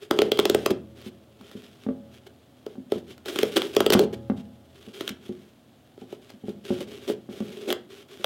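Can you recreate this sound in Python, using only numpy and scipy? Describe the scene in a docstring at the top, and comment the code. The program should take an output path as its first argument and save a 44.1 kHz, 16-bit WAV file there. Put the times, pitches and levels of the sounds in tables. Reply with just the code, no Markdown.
"""Unlacing a leather boot

A boot is unlaced on a wooden workbench in a small workshop. The lace rasps through the
eyelets and snaps free, which makes the hollow upper pop. The sole rocks and knocks on
the bench, which rings on, and hands rub over the leather."""
import sys
import numpy as np
from scipy import signal
from scipy.fft import rfft, irfft
from scipy.io import wavfile

SR = 44100
rng = np.random.default_rng(int(sys.argv[2]) if len(sys.argv) > 2 else 0)


def store_pcm(level_fs):
    """Save levels as 16-bit WAV."""
    pcm = np.round(np.clip(level_fs, -1, 1) * 32767).astype(np.int16)
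    wavfile.write(sys.argv[1], SR, np.atleast_2d(pcm).T)


N = 363825


def from_db(db):
    """Decibels to gain."""
    return 10 ** (np.asarray(db) / 20)


def rms_one(x):
    """Scale to rms 1."""
    return x / np.sqrt(np.mean(x ** 2) + 1e-20)


def at_hz(points, hz):
    """Read a curve on a log-frequency axis."""
    freqs, values = np.array(points).T
    return np.interp(np.log(hz + 1e-3), np.log(freqs), values)


def colour(x, spectrum):
    """Minimum-phase EQ with this curve and unit energy."""
    size = 2048
    gains = from_db(at_hz(spectrum, np.fft.rfftfreq(size, 1 / SR)))
    cepstrum = irfft(np.log(gains))
    response = irfft(np.exp(2 * rfft(cepstrum[:size // 2], size)))
    return signal.oaconvolve(x, response / np.linalg.norm(response))[:len(x)]


def lowpass(x, hz):
    """Second-order low-pass."""
    return signal.sosfilt(signal.butter(2, hz, fs=SR, output="sos"), x + 1e-18)


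def highpass(x, hz):
    """Second-order high-pass."""
    return signal.sosfilt(signal.butter(2, hz, "high", fs=SR, output="sos"), x + 1e-18)


def ring(x, hz, t60):
    """A resonator: a unit click sets off a decaying sine of height 1."""
    radius, angle = from_db(-60 / (t60 * SR)), 2 * np.pi * hz / SR
    return signal.lfilter([0, np.sin(angle)], [1, -2 * radius * np.cos(angle), radius ** 2], x + 1e-18)


def modes(x, table):
    """Ring every mode of a table."""
    return sum(from_db(db) * ring(x, hz, t60) for hz, db, t60 in table)


def radiate(x, hz, t60):
    """A mode heard through its velocity, which thins the bass below its pitch."""
    return np.gradient(ring(x, hz, t60)) * SR / (2 * np.pi * hz)


def add(track, s, sound):
    """Mix a sound into a track at a time in seconds."""
    start = int(np.clip(round(s * SR), 0, N - 1))
    track[start:start + len(sound)] += sound[:N - start]


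def slip(decay_s):
    """A tiny burst of friction noise with an exponential decay."""
    t = np.arange(SR // 20) / SR
    envelope = np.exp(-t / decay_s)
    burst = rng.standard_normal(len(t)) * envelope
    return burst * np.linalg.norm(envelope) / np.linalg.norm(burst)


def grains(per_s, spread_db):
    """Fibres catch and let go at random, with uneven strength."""
    sizes = from_db(spread_db * np.minimum(rng.exponential(1, N), 4)) * rng.standard_normal(N)
    catches = rng.random(N) < per_s / SR
    return rms_one(sizes * catches / np.sqrt(per_s))


def stroke(length, attack_s, release_s):
    """Speed of a stroke: it eases in, holds and eases out; a short one has no hold."""
    t = np.arange(int(length * SR)) / SR
    squeeze = min(1, length / (attack_s + release_s))
    ramp = np.minimum(t / attack_s, (length - t) / release_s) / squeeze
    return np.sin(np.pi / 2 * np.clip(ramp, 0, 1))


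# Room tone EQ. Each row: frequency in Hz, gain in dB.
AIR_EQ = [(15, -64), (25, -83.5), (64, -3), (127, 6), (180, -2.5), (256, 7.5), (277, 2), (476, -5.5),
          (659, -2.5), (936, -15), (1260, -15), (2410, -22.5), (3160, -17.5), (5430, -27.5), (16000, -30)]

def still_air(level_db=-56):
    """The steady, dark hush of the room."""
    shaped = rfft(rng.standard_normal(N)) * from_db(at_hz(AIR_EQ, np.fft.rfftfreq(N, 1 / SR)))
    return from_db(level_db) * rms_one(irfft(shaped, N))


# Reverb EQ. Each row: frequency in Hz, gain in dB.
REVERB_EQ = [(100, 5.5), (200, 0.5), (400, 0), (900, 0), (3300, -4), (8000, -3.5), (16000, -19)]
# Reverb length. Each row: frequency in Hz, t60 in seconds.
REVERB_DECAY = [(100, 1), (400, 0.28), (1000, 0.32), (3500, 0.25), (8000, 0.17), (16000, 0.15)]

def workshop(x, wet_db=-7, build_s=0.00067):
    """Add the small room: diffuse echoes build up quickly and die sooner in the treble."""
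    t = np.arange(SR) / SR
    white, hz = rfft(rng.standard_normal(SR)), np.fft.rfftfreq(SR, 1 / SR)
    edges = np.geomspace(60, 18000, 17)
    tail = 0
    for low, high in zip(edges, edges[1:]):
        centre = np.sqrt(low * high)
        envelope = from_db(-60 * t / at_hz(REVERB_DECAY, centre)) * (1 - np.exp(-t / build_s))
        band = irfft(white * (hz >= low) * (hz < high), SR) * envelope
        gain = np.sqrt(2 * (high - low) / SR) * from_db(at_hz(REVERB_EQ, centre))
        tail = tail + gain * band / np.linalg.norm(band)
    return x + from_db(wet_db) * signal.fftconvolve(x, tail)[:N]


# The long ring of the whole bench. Each row: pitch in Hz, gain in dB, t60 in seconds.
BENCH_MODES = [(82.45, -12.5, 2), (119, -6, 1.27), (142.2, -7, 0.59), (204.8, 4.5, 0.62),
               (331.5, -17.5, 2.2), (470, -12, 1.22), (553, -13, 2.9), (668, -12, .8), (825, -16.5, 1.04),
               (965, -12, 0.46), (1033, -17, 0.62), (1240, -25, 1.5), (1340, -14.5, 0.8)]

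def bench(knock_db=-20, tug_db=-26, tug_hz=190):
    """Knocks, and each tug of the lace passed down through the boot, shake the whole bench."""
    force = np.zeros(N)
    click = signal.unit_impulse(SR // 20)
    for s, level_db, hardness_hz in SOLE_KNOCKS:
        add(force, s, from_db(knock_db + 0.99 * level_db) * lowpass(click, hardness_hz))
    for s, _, upper_db, *_ in LACE_SNAPS:
        add(force, s, from_db(upper_db + tug_db) * lowpass(click, tug_hz))
    return sum(from_db(db) * radiate(force, hz, t60) for hz, db, t60 in BENCH_MODES)


# The woody thud of sole on bench top. Each row: pitch in Hz, gain in dB, t60 in seconds.
SOLE_MODES = [(162, -31.5, 0.1), (218.2, -1, 0.21), (243, -4, 0.15), (361, -7.5, 0.21), (427, -7, 0.089),
              (547, -17, 0.78), (757, -13.5, 0.052), (1145, -6.5, 0.013), (1483, -3, 0.014)]
# The sole lands. Each row: start in seconds, relative level in dB, hardness as a cutoff in Hz.
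SOLE_KNOCKS = [(.71, -19, 474), (1.063, -34, 440), (1.41, -45, 650), (1.552, -32.5, 327),
               (1.865, -25.5, 560), (1.888, -22.5, 620), (2.755, -41.5, 965), (2.781, -34, 340),
               (2.958, -26, 454), (3.951, -10, 1090), (3.992, -18.5, 650), (4.299, -18.5, 820),
               (4.876, -33.5, 332), (5.105, -28.5, 357), (5.293, -28.5, 368), (6.018, -35.5, 436),
               (6.339, -38.5, 320), (6.438, -30.5, 378), (6.483, -28.5, 556), (6.705, -18.5, 600),
               (7.097, -34, 550), (7.29, -33, 650), (7.405, -28, 720), (8.198, -41, 500)]

def knocks(rock_s=0.0197, rock_db=-8, settle_s=0.029, settle_db=-11, scuff_db=-11, vary_db=5.5):
    """The heel lands, the sole rocks down and its weight damps the ring; soft contacts sound duller."""
    out = np.zeros(N)
    contacts = signal.unit_impulse(SR // 4)
    add(contacts, rock_s, from_db([rock_db]))
    t = np.arange(len(contacts)) / SR
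    damping = from_db(np.interp(t, [settle_s - 0.004, settle_s + 0.0036], [0, settle_db]))
    for s, level_db, hardness_hz in SOLE_KNOCKS:
        push = lowpass(lowpass(contacts, hardness_hz), 2 * hardness_hz)
        # each spot on the bench favours other modes and loads them differently
        tuning = 1 + 0.017 * rng.standard_normal()
        spot_db = vary_db * rng.standard_normal(len(SOLE_MODES))
        wood = sum(from_db(db + own_db) * radiate(push, hz * tuning, t60)
                   for (hz, db, t60), own_db in zip(SOLE_MODES, spot_db))
        scuff = lowpass(lowpass(slip(0.006), 3 * hardness_hz), 6 * hardness_hz)
        add(out, s, from_db(level_db) * wood * damping)
        add(out, s, from_db(level_db + scuff_db) * highpass(scuff, 300))
    return out


# The dry rasp of friction. Each row: frequency in Hz, gain in dB.
RASP_EQ = [(50, -51), (200, -29), (500, -13), (900, -6.5), (1400, 0), (2100, -2.5), (3300, 4), (4300, -5),
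           (6000, -9), (9000, -15), (12500, -16), (16000, -30)]
# The boxy drone of the hollow upper. Each row: frequency in Hz, gain in dB.
HOLLOW_EQ = [(50, -57), (140, -30), (230, -5.5), (330, -2.5), (400, 9), (480, -6), (600, -8.5),
             (850, -21.5), (2000, -38), (8000, -83.5)]
# Long pulls and quick zips of the lace. Each row: start and end in seconds, rasp and drone in dB.
LACE_PULLS = [(0.102, 0.308, -49, -29.5), (0.327, 0.697, -48.5, -40.5), (0.698, 0.723, -36.5, -18.5),
              (3.249, 3.517, -40.5, -36.5), (3.506, 3.719, -43.5, -36.5), (3.558, 3.588, -26, -19.5),
              (3.706, 3.906, -46.5, -45), (3.929, 3.945, -14.5, -13.5), (3.966, 4.06, -41, -21.5),
              (4.125, 4.155, -44.5, -34), (4.928, 5.137, -48.5, -46.5), (5.09, 5.098, -29, -36),
              (6.637, 6.861, -48, -45.5), (6.804, 6.824, -49, -27), (6.865, 7.011, -50.5, -44.5),
              (7.068, 7.141, -42.5, -27.5), (7.288, 7.701, -51, -43.5), (7.673, 7.735, -34, -22),
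              (7.886, 8.043, -52.5, -53), (8.077, 8.268, -52.5, -53)]
# A hand brushes the leather. Each row: peak time in seconds, length in seconds, rasp level in dB.
HAND_RUBS = [(0.01, 0.075, -51), (1.01, 0.14, -54), (1.07, 0.064, -45.5), (1.511, 0.33, -55.5),
             (1.69, 0.27, -58), (1.833, 0.097, -57), (2.155, 0.094, -54), (2.272, 0.023, -51.5),
             (2.717, 0.15, -63), (2.956, 0.13, -50.5), (3.11, 0.096, -51.5), (4.391, .07, -56),
             (4.835, .28, -55.5), (5.265, 0.14, -55.5), (5.409, 0.26, -62.5), (6.015, 0.11, -62),
             (6.125, 0.11, -54.5), (6.276, .16, -57), (6.491, .1, -52.5), (7.075, 0.19, -50.5)]

def sliding(rub_drone_db=1.5, fidget_db=-70.5, flutter_db=2.37, flutter_hz=30, sizzle_hz=6900):
    """Lace and hands slide: friction grains hiss directly and set the hollow upper droning."""
    rasp_level, drone_level = np.zeros((2, N))
    for start, end, pull_db, upper_db in LACE_PULLS:
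        speed = stroke(end - start, attack_s=0.025, release_s=0.045)
        add(rasp_level, start, from_db(pull_db) * speed)
        add(drone_level, start, from_db(upper_db) * speed)
    for s, length, rub_db in HAND_RUBS:
        swell = stroke(length, length / 2, length / 2) ** 1.1
        add(rasp_level, s - length / 2, from_db(rub_db) * swell)
        add(drone_level, s - length / 2, from_db(rub_db + rub_drone_db) * swell)
    # between strokes the fingers keep shifting on the leather
    rasp_level = np.hypot(rasp_level, from_db(fidget_db))
    # faster sliding gives more grains and more top-end sizzle
    per_s = 5000 + 8000 * np.sqrt(rasp_level / rasp_level.mean())
    sizzle_gain = from_db(-12) * (rasp_level / from_db(-44)) ** 0.22
    flutter = rms_one(lowpass(rng.standard_normal(N), flutter_hz))
    friction = grains(per_s, spread_db=1.5) * from_db(flutter_db * flutter)
    crackle = from_db(-5) * grains(per_s=120, spread_db=1)   # coarser catches of the weave
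    sizzle = sizzle_gain * highpass(grains(per_s=3200, spread_db=0), sizzle_hz)
    rasp = rms_one(colour(friction + crackle, RASP_EQ))
    drone = rms_one(colour(friction, HOLLOW_EQ))
    return rasp_level * (rasp + sizzle) + drone_level * drone


# The tone of a tick. Each row: frequency in Hz, gain in dB.
TICK_EQ = [(50, -78), (200, -2), (600, 8), (1000, 0), (1350, 3.5), (2100, -3), (3300, -2), (4500, -3),
           (6000, -10.5), (9000, -15.5), (16000, -13)]
# Small handling ticks. Each row: start in seconds, relative level in dB.
LIGHT_TICKS = [(0.1073, -28), (1.015, -31), (1.411, -33), (1.514, -28.5), (2.268, -32.5), (3.1792, -31.5),
               (3.258, -18.5), (3.283, -18), (3.7494, -16.5), (3.923, -7), (6.3027, -28), (6.492, -33)]

def ticks(gain_db=-11, decay_s=0.0026):
    """Lace tips and fingernails tick lightly, each a short slip of friction."""
    out = np.zeros(N)
    for s, level_db in LIGHT_TICKS:
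        add(out, s, from_db(level_db + gain_db) * slip(decay_s))
    return colour(out, TICK_EQ)


def creep(gain_db=-19, swell_s=0.0013):
    """Just before each snap, the taut lace starts to creep over the eyelet."""
    out = np.zeros(N)
    for s, level_db, *_ in LACE_SNAPS:
        swell = slip(swell_s)[::-1]
        add(out, s - len(swell) / SR, from_db(level_db + gain_db) * swell)
    return colour(out, RASP_EQ)


# Overtones of the upper's pop. Each row: pitch in Hz, gain in dB, t60 in seconds.
UPPER_MODES = [(550, -9.5, 0.023), (1289, -23.5, 0.047)]
# The ping of a brass eyelet. Each row: pitch in Hz, gain in dB, t60 in seconds.
EYELET_MODES = [(3280, 8.5, 0.0064), (3290, -11.5, 0.01), (7930, -18, 0.012)]
# The lace catches and snaps free; the faint rows near 6 s are soft taps on the upper. Each row: start in
# seconds, tick level in dB, pop level in dB, pop pitch in Hz, eyelet level in dB. 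Levels are relative within
# each layer.
LACE_SNAPS = [(0.1101, -5.5, -15, 353, -25), (0.189, -10.5, -13, 406, -16.5), (0.2182, -6, -12.5, 437, -40),
              (0.318, -7.5, -17, 433, -14.5), (0.3733, -20, -35, 440, -33), (0.3902, -4, -11, 412, -19.5),
              (0.3977, -10, -37.5, 406, -18.5), (0.454, -4.5, -16.5, 397, -23),
              (0.4978, -3.5, -14.5, 404, -21), (0.547, -5, -11.5, 415, -23), (0.661, -2.5, -17, 393, -30),
              (0.7066, -15, -18, 355, -37), (2.6641, -28.5, -29, 432, -45), (2.9201, -19, -16.5, 413, -32),
              (3.3592, -17.5, -26.5, 356, -28), (3.388, -6.5, -21, 397, -22.5),
              (3.431, -6.5, -13.5, 453, -27), (3.5674, -8.5, -16, 398, -18), (3.6188, -16, -31, 373, -21),
              (3.7656, -4.5, -10.5, 419, -17), (3.8046, -4.5, -13.5, 410, -21.5),
              (3.8631, -5.5, -12, 437, -20), (3.9026, -2, -13, 437, -19), (3.9237, -3, -20, 384, -28),
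              (3.9925, -4.5, -19, 406, -20), (5.0082, -18, -26.5, 374, -30.5),
              (5.0773, -13.5, -41, 485, -22.5), (5.977, -45, -41.5, 403, -56),
              (6.126, -35, -31.5, 390, -63), (7.0985, -21.5, -21, 366, -46), (7.683, -35, -30.5, 403, -42),
              (7.7033, -14.5, -24, 385, -23), (7.726, -7.5, -35.5, 436, -22.5),
              (8.2434, -8.5, -29, 506, -19.5)]

def snaps(tick_db=-7, crack_db=-17.5, pop_db=8, slip_s=0.0013, pop_t60=0.03):
    """The lace scrapes over an eyelet and lets go; the tensed upper springs back with a hollow pop."""
    scrape, crack, metal, pops = np.zeros((4, N))
    click = signal.unit_impulse(SR // 5)
    for s, level_db, upper_db, hz, eyelet_db in LACE_SNAPS:
        release_at, pop_at = s + 0.00066, s + 0.001406
        add(crack, release_at, from_db(level_db + crack_db) * slip(slip_s))
        add(scrape, release_at, from_db(level_db + tick_db) * slip(slip_s))
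        add(metal, release_at, from_db(eyelet_db) * click)
        pop = ring(click, hz, pop_t60) + modes(click, UPPER_MODES)
        add(pops, pop_at, -from_db(upper_db + pop_db) * pop)
    # a body this small radiates little bass
    body = highpass(modes(metal, EYELET_MODES) + lowpass(pops, 1100), 230)
    bright_crack = lowpass(highpass(crack, 8400), 15000)
    return colour(scrape, TICK_EQ) + bright_crack + body


def scene(low_cut_hz=66):
    """Boot and bench in the workshop, over room tone, in mono."""
    sources = snaps() + ticks() + creep() + knocks() + sliding() + bench()
    return (workshop(highpass(sources, low_cut_hz)) + still_air())[None]


def record(dry, ceiling=0.47, low_cut_hz=50, high_cut_hz=15900):
    """Roll off the deep bass, soft-clip the loudest peaks and cut the very top."""
    thin = highpass(dry, low_cut_hz)
    rounded = thin / (1 + (thin / ceiling) ** 4) ** (1 / 4)
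    high_cut = signal.ellip(10, 0.1, 90, high_cut_hz, fs=SR, output="sos")
    return signal.sosfilt(high_cut, rounded)


dry = scene()
out = record(dry)
store_pcm(out)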